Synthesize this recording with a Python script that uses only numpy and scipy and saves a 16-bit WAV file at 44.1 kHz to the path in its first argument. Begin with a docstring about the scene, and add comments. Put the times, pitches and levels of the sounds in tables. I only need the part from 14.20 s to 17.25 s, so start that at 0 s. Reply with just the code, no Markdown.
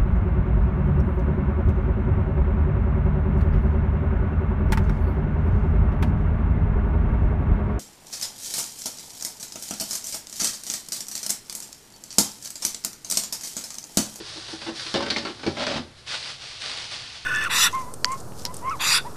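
"""A plastic basin with bottles in it bumps and clatters into the drawer of a light plastic cabinet,
a few metres from the microphone in a small room. Each knock rings the drawer and clacks its thin walls.
Nudged, the drawer scrapes shut on its runners and leaves the cabinet booming briefly.
A paper towel rustles in the hand throughout and is then crumpled, its creases snapping,
over faint ventilation noise."""
import sys
import numpy as np
from scipy import signal
from scipy.fft import rfft, irfft, next_fast_len
from scipy.io import wavfile
from scipy.ndimage import uniform_filter1d

SR = 44100
rng = np.random.default_rng(int(sys.argv[2]) if len(sys.argv) > 2 else 0)


def transcribe(u):
    """Save the signal u as a 16-bit wav file named by the first command-line argument.

    u: samples, shape (n,) or (channels, n), limited to [-1, 1]; the rate is SR.
    q: integer samples, one column per channel.
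    """
    v = np.clip(np.atleast_2d(u).T, -1, 1)
    q = np.round(v * 32767).astype(np.int16)
    wavfile.write(sys.argv[1], SR, q)


N = 134505
RING_ATTACK_S = 0.0028

# The drawer's modes. Each row: frequency in Hz, relative level in dB, t60 in seconds.
DRAWER_MODES = [(86.2, -21.5, 0.71), (146.8, -11.5, 0.21), (230, 0, 0.17), (263.5, 2.5, 0.099),
                (340.4, -2.5, 0.2), (434, -4, 0.13), (557.3, -1, 0.16), (614, -2, 0.082), (797, -15, 0.21),
                (843, -12, 0.082)]


def basin_bumps(thud_t60_s=0.09, puff_db=-2):
    """The hand-damped basin answers a soft push with a dull flex of its floor and a short hollow note."""
    # Pushes into place. Each row: start in seconds, ring gain in dB, thud gain in dB.
    pushes = [(0.001, -38, -34.5), (0.159, -36.5, -51), (0.175, -36.5, -50), (0.329, -31, -38),
              (0.463, -28, -40), (0.481, -36, -41), (0.659, -41, -64), (0.7446, -26, -28.5),
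              (1.03, -36.5, -43), (1.2644, -26.5, -20.5), (1.2731, -32, -17.5)]
    # Modes of the basin and of its floor. Each row: frequency in Hz, level in dB, t60 in seconds.
    basin_modes = [(329.7, 3.5, 0.13), (400, -12, 0.08), (569.5, -7, 0.077), (766, -16, 0.21),
                   (877, -11, 0.12), (1773, -13, 0.11)]
    floor_modes = [(88.5, -17.5, 0.21), (149.4, -15, 0.18), (207, -1, 0.089), (420, -1, 0.051)]
    # The noise in the thud. Each row: frequency in Hz, relative level in dB.
    thud_spectrum = [(25, -45), (50, -26), (120, -9), (210, 6), (420, 17), (600, -2), (850, -3),
                     (1500, -12), (4000, -51), (12000, -73)]
    out, t = np.zeros(N), np.arange(SR * 2 // 5) / SR
    attack = 1 - np.exp(-t / RING_ATTACK_S)
    for start, ring_db, thud_db in pushes:
        puff = coloured(rng.standard_normal(len(t)), thud_spectrum) * amp(-60 * t / thud_t60_s) * attack
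        thud = ring(floor_modes, t) + amp(puff_db) * puff
        bump = amp(ring_db) * ring(basin_modes, t) + amp(thud_db) * thud
        add(out, start, room(bump, wet_db=-12))
    return out


def knocks(clack_t60_s=0.08, clack_rise_s=0.0016, click_t60_s=0.05, wall_db=-10):
    """Each hard contact rings the drawer, clacks the thin walls and clicks at the hard rim."""
    # Basin, bottles and drawer colliding. Each row: start in seconds, ring, clack and click gains in dB.
    contacts = [(0.282, -47, -39.5, -60), (0.417, -46, -33.5, -35), (0.464, -47, -30, -50),
                (0.485, -40, -31.5, -46), (0.595, -68, -48, -30), (0.665, -62, -44, -27),
                (0.741, -29, -21.5, -29.5), (0.747, -22, -34, -26.5), (0.758, -35, -25.5, -27.5),
                (0.771, -32.5, -38, -32), (0.807, -37, -28.5, -34), (0.825, -32, -27, -28.5),
                (0.863, -32.5, -30, -32), (0.883, -35, -51, -30.5), (0.9023, -33.5, -29, -20),
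                (0.907, -39, -32.5, -27), (0.9609, -38, -30, -31), (0.966, -30, -32, -22.5),
                (0.982, -44, -56, -28), (1.05, -39, -28.5, -30), (1.067, -39, -30.5, -42),
                (1.098, -67, -38.5, -42), (1.193, -68, -39.5, -46), (1.231, -40, -28.5, -38),
                (1.264, -26, -27.5, -27), (1.368, -56, -28.5, -51), (1.467, -32, -25, -22),
                (1.509, -33, -29.5, -42), (1.562, -32, -26, -39)]
    # Wall modes that colour a clack. Each row: frequency in Hz, level in dB, t60 in seconds.
    wall_modes = [(1120, -17.5, 0.31), (1351, -2.5, 0.081), (1564, 3, 0.05), (1660, -11, 0.17),
                  (1824, -14, 0.1), (2120, -19.5, 0.25)]
    # Noise of the walls and of the rim. Each row: frequency in Hz, relative level in dB.
    clack_spectrum = [(80, -12.5), (300, 8), (600, 3), (1000, 3), (2100, -3.5), (3000, -1.5), (5000, -8),
                      (8000, -28), (12000, -59)]
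    click_spectrum = [(300, -44), (1500, 0), (2600, -2.5), (3700, 1), (4600, 2), (5600, -5.5),
                      (7000, -16.5), (9500, -23), (12000, -62)]
    out, t = np.zeros(N), np.arange(SR * 3 // 5) / SR
    clack_envelope = amp(-60 * t / clack_t60_s) * (1 - np.exp(-t / clack_rise_s))
    click_envelope = amp(-60 * t / click_t60_s)
    for start, drawer_db, clack_db, click_db in contacts:
        chatter = coloured(grains(len(t), per_s=9000), clack_spectrum) * clack_envelope
        clack = chatter + amp(wall_db) * ring(wall_modes, t)
        click = coloured(grains(len(t), per_s=6000), click_spectrum) * click_envelope
        body = room(amp(drawer_db) * ring(DRAWER_MODES, t), wet_db=-7.5)
        clatter = room(amp(clack_db) * clack + amp(click_db) * click, wet_db=-1)
        add(out, start, body + clatter)
    return out


def rim_cracks(edge_t60_s=0.042, pitch_spread=0.062):
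    """A hard edge snaps against the drawer: one pressure spike, then a tight cluster of edge modes."""
    # The strikes. Each row: start in seconds, dry peak in dB, ring pitch in Hz, ring level in dB.
    strikes = [(0.7411, -9.5, 1660, -28.5), (0.806, -30, 970, -25), (0.9037, -12.5, 4440, -32),
               (0.9054, -17, 4473, -21), (0.9625, -27, 2170, -23.5)]
    # The spike's colour. Each row: frequency in Hz, relative level in dB.
    crack_spectrum = [(500, -13), (2000, -14), (4500, 10), (6000, -1), (8000, -10), (12000, -11)]
    out, t = np.zeros(N), np.arange(SR // 4) / SR
    spike = coloured(signal.unit_impulse(len(t), SR // 2000), crack_spectrum)
    for start, crack_db, hz, ring_db in strikes:
        crack = amp(crack_db) * spike / spike.max()
        cluster_hz = hz * (1 + pitch_spread * rng.standard_normal(8))
        cycles = np.outer(t, cluster_hz) + rng.random(len(cluster_hz))
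        edge = amp(ring_db - 60 * t / edge_t60_s) * unit(np.sin(2 * np.pi * cycles).sum(axis=1))
        add(out, start, room(crack + edge, wet_db=-7.5))
    return out


def drawer_slide(rub_share=0.47, groan_hz=611, sag_hz_per_s=220, waver_hz=34.5, fade_db_per_s=35):
    """The runners stick and slip: the drawer scrapes, shakes and groans on a sinking note to its stop."""
    # Force on the runners. Each row: time in seconds, level in dB.
    force = [(1.35, -47), (1.375, -37.5), (1.40, -29), (1.44, -28.5), (1.46, -34.5), (1.49, -31.5),
             (1.55, -31), (1.59, -35), (1.62, -54), (1.66, -89)]
    # The runners' scrape. Each row: frequency in Hz, relative level in dB.
    scrape_spectrum = [(60, -10), (150, -6), (240, 6), (400, -10), (500, -3), (600, 3.5), (780, 0.5),
                       (1200, -4.5), (2200, -6.5), (3300, -2), (4800, -6), (6500, -17.5), (9500, -28),
                       (12000, -74)]
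    # The drawer meets its stop and settles. Each row: start in seconds, gain in dB.
    stops = [(1.559, -22.5), (1.593, -27.5)]
    # The cabinet's boom. Each row: frequency in Hz, level in dB, t60 in seconds.
    cabinet_modes = [(85.7, -21, .8), (155, -2, 0.14), (231, 1, 0.14)]
    t = np.arange(SR * 3 // 5) / SR
    slips = grains(N, per_s=910, spread_db=3)
    friction = np.sqrt(1 - rub_share) * slips + np.sqrt(rub_share) * rng.standard_normal(N)
    shaking = amp(-25) * unit(signal.fftconvolve(friction, ring(DRAWER_MODES, t))[:N])
    sliding_s = np.maximum(np.arange(N) / SR - force[0][0], 0)
    waver = unit(uniform_filter1d(rng.standard_normal(N), size=200))
    pitch = groan_hz - sag_hz_per_s * sliding_s + waver_hz * waver
    groan = amp(-1 - fade_db_per_s * sliding_s) * np.sin(2 * np.pi * np.cumsum(pitch) / SR)
    out = level(force) * (coloured(friction, scrape_spectrum) + shaking + groan)
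    for start, db in stops:
        add(out, start, amp(db) * ring(cabinet_modes, t))
    return room(out, wet_db=-12.5)


def paper_towel(hard_squeeze_db=-28.5, hollow_db=-6.5, hollow_exponent=1.56, snap_t60_s=0.016):
    """The towel brushes along while held, then is balled up, fuller the harder it is squeezed."""
    # The hand holding, then crumpling. Each row: time in seconds, relative level in dB.
    holding = [(0, -41), (0.04, -44), (0.06, -39.5), (0.14, -38.5), (0.26, -40.5), (0.32, -36.5),
               (0.38, -43), (0.47, -39), (0.53, -47), (0.57, -35), (0.63, -36), (0.72, -36), (0.85, -45.5),
               (1.1, -44.5), (1.17, -48.5), (1.3, -44), (1.62, -49), (1.74, -74), (1.78, -50.5),
               (1.87, -62)]
    crumpling = [(1.85, -61), (1.872, -36), (1.948, -28.5), (1.996, -37), (2.102, -33.5), (2.175, -46),
                 (2.224, -38), (2.394, -40.5), (2.418, -34.5), (2.46, -32.5), (2.52, -33), (2.562, -35.5),
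                 (2.576, -33), (2.70, -39.5), (2.724, -32), (2.796, -37.5), (2.924, -41.5), (2.954, -39),
                 (3.03, -44.5)]
    # Paper held, crumpled and squeezed hard. Each row: frequency in Hz, relative level in dB.
    held_spectrum = [(150, -23.5), (400, -8.5), (900, -10), (1500, -5.5), (2500, -8), (3700, -0.5),
                     (4700, 0.5), (5800, -6), (7200, -14.5), (9700, -15.5), (11500, -23.5)]
    crumpled_spectrum = [(150, -27), (350, -18), (700, -9), (1300, -7), (2200, -0.5), (3100, 2),
                         (4600, 4.5), (5800, -3), (7200, -11), (9700, -14.5), (11500, -30)]
    hollow_spectrum = [(150, -5), (340, -2), (600, 3), (1000, 2.5), (1500, 5.5), (2300, 1), (4000, -1),
                       (9000, -51)]
    # Larger creases giving way. Each row: start in seconds, level in dB.
    snaps = [(1.913, -30), (1.948, -36), (2.4204, -23.5), (2.46, -26), (2.468, -33), (2.497, -24),
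             (2.515, -26.5), (2.575, -28.5), (2.642, -28), (2.723, -36)]
    squeeze, t = level(crumpling), np.arange(SR // 8) / SR
    fullness = (squeeze / amp(hard_squeeze_db)) ** hollow_exponent
    hollow = amp(hard_squeeze_db + hollow_db) * fullness * rustle(hollow_spectrum)
    held = level(holding) * rustle(held_spectrum)
    crumpled = amp(-1) * squeeze * rustle(crumpled_spectrum)
    out = held + crumpled + hollow
    for start, db in snaps:
        snap = coloured(rng.standard_normal(len(t)), crumpled_spectrum)
        add(out, start, amp(db - 60 * t / snap_t60_s) * snap)
    return room(out, wet_db=-10.5)


def rustle(spectrum, crease_share=0.51):
    """Snapping creases over the smooth hiss of rubbing sheets."""
    creases = np.sqrt(crease_share) * grains(N, per_s=1500)
    hiss = np.sqrt(1 - crease_share) * rng.standard_normal(N)
    return coloured(creases + hiss, spectrum)


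def ventilation(air_db=-50):
    """Room tone: steady air noise with a faint hum."""
    # Moving air. Each row: frequency in Hz, relative level in dB.
    air_spectrum = [(20, -6), (50, -4), (125, 5), (180, -6.5), (300, -12), (1200, -13), (2800, -14.5),
                    (4300, -12.5), (6000, -21), (8000, -26), (11000, -24)]
    # The hum. Each row: frequency in Hz, rms level in dB.
    hum_tones = [(118.5, -65.5)]
    t = np.arange(N) / SR
    hum = sum(amp(db) * np.sqrt(2) * np.sin(2 * np.pi * hz * t) for hz, db in hum_tones)
    return amp(air_db) * coloured(rng.standard_normal(N), air_spectrum) + hum


def room(x, wet_db):
    """The direct sound plus the small room's diffuse tail, each band dying at its own speed."""
    # Reverberation. Each row: frequency in Hz, t60 in seconds.
    decay_times = [(100, 0.35), (400, 0.35), (2000, 0.22), (5000, 0.26), (10000, 0.21)]
    hz, t, bands = signal.stft(rng.standard_normal(SR // 2), SR, nperseg=256)
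    decay = amp(-60 * t / along(decay_times, hz)[:, None])
    tail = signal.istft(bands * decay, SR, nperseg=256)[1]
    tail = np.pad(tail / np.linalg.norm(tail), (SR // 400, 0))  # 2.5 ms behind the direct sound
    return x + amp(wet_db) * signal.fftconvolve(x, tail)[:len(x)]


def ring(modes, t, scatter_db=2.5, detune=0.012):
    """Damped modes, a little different in strength and pitch at every blow as the plastic flexes."""
    tone = np.zeros(len(t))
    for hz, db, t60 in modes:
        envelope = amp(db + scatter_db * rng.standard_normal() - 60 * t / t60)
        pitch = hz * (1 + detune * rng.standard_normal())
        tone += envelope * np.sin(2 * np.pi * pitch * t)
    return tone * (1 - np.exp(-t / RING_ATTACK_S))


def grains(size, per_s, spread_db=1.5):
    """Random impulses of uneven strength, at rms 1."""
    fires = rng.random(size) < per_s / SR
    strength = amp(spread_db * np.clip(rng.standard_normal(size), -2, 2))
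    polarity = np.sign(rng.standard_normal(size))
    return unit(fires * polarity * strength)


def coloured(x, spectrum):
    """x filtered by (Hz, dB) points, at rms 1."""
    size = next_fast_len(len(x) + 4096)
    gain = amp(along(spectrum, np.fft.rfftfreq(size, 1 / SR)))
    return unit(irfft(rfft(x, size) * gain, size)[:len(x)])


def level(points):
    """Gain per sample from (seconds, dB) points: silent before the first, holding the last."""
    times, db = np.transpose(points)
    return amp(np.interp(np.arange(N) / SR, times, db, left=-120))


def along(points, hz):
    """(Hz, value) points interpolated on a log frequency axis."""
    frequencies, values = np.transpose(points)
    return np.interp(np.log(hz + 1), np.log(frequencies + 1), values)


def amp(db):
    """Decibels to gain."""
    return 10 ** (np.asarray(db) / 20)


def unit(x):
    """Scaled to rms 1."""
    return x / np.sqrt(np.mean(x ** 2) + 1e-20)


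def add(track, start_s, sound):
    """Mix a sound into the track at a time."""
    start = max(0, round(start_s * SR))
    track[start:start + len(sound)] += sound[:N - start]


def scene():
    """Basin, drawer, towel and room tone as they reach one microphone."""
    return (basin_bumps() + knocks() + rim_cracks() + drawer_slide() + paper_towel() + ventilation())[None]


def record(dry, top_hz=12231):
    """The microphone rolls off the top of the treble; nothing passes above the band limit."""
    # Microphone response. Each row: frequency in Hz, gain in dB.
    response = [(9500, 0.46), (10500, -6.5), (11300, -5.5), (12200, -28)]
    size = next_fast_len(N + 4096)
    hz = np.fft.rfftfreq(size, 1 / SR)
    gain = amp(along(response, hz)) * (hz < top_hz)
    return irfft(rfft(dry, size) * gain, size)[..., :N]


dry = scene()
out = record(dry)
transcribe(out)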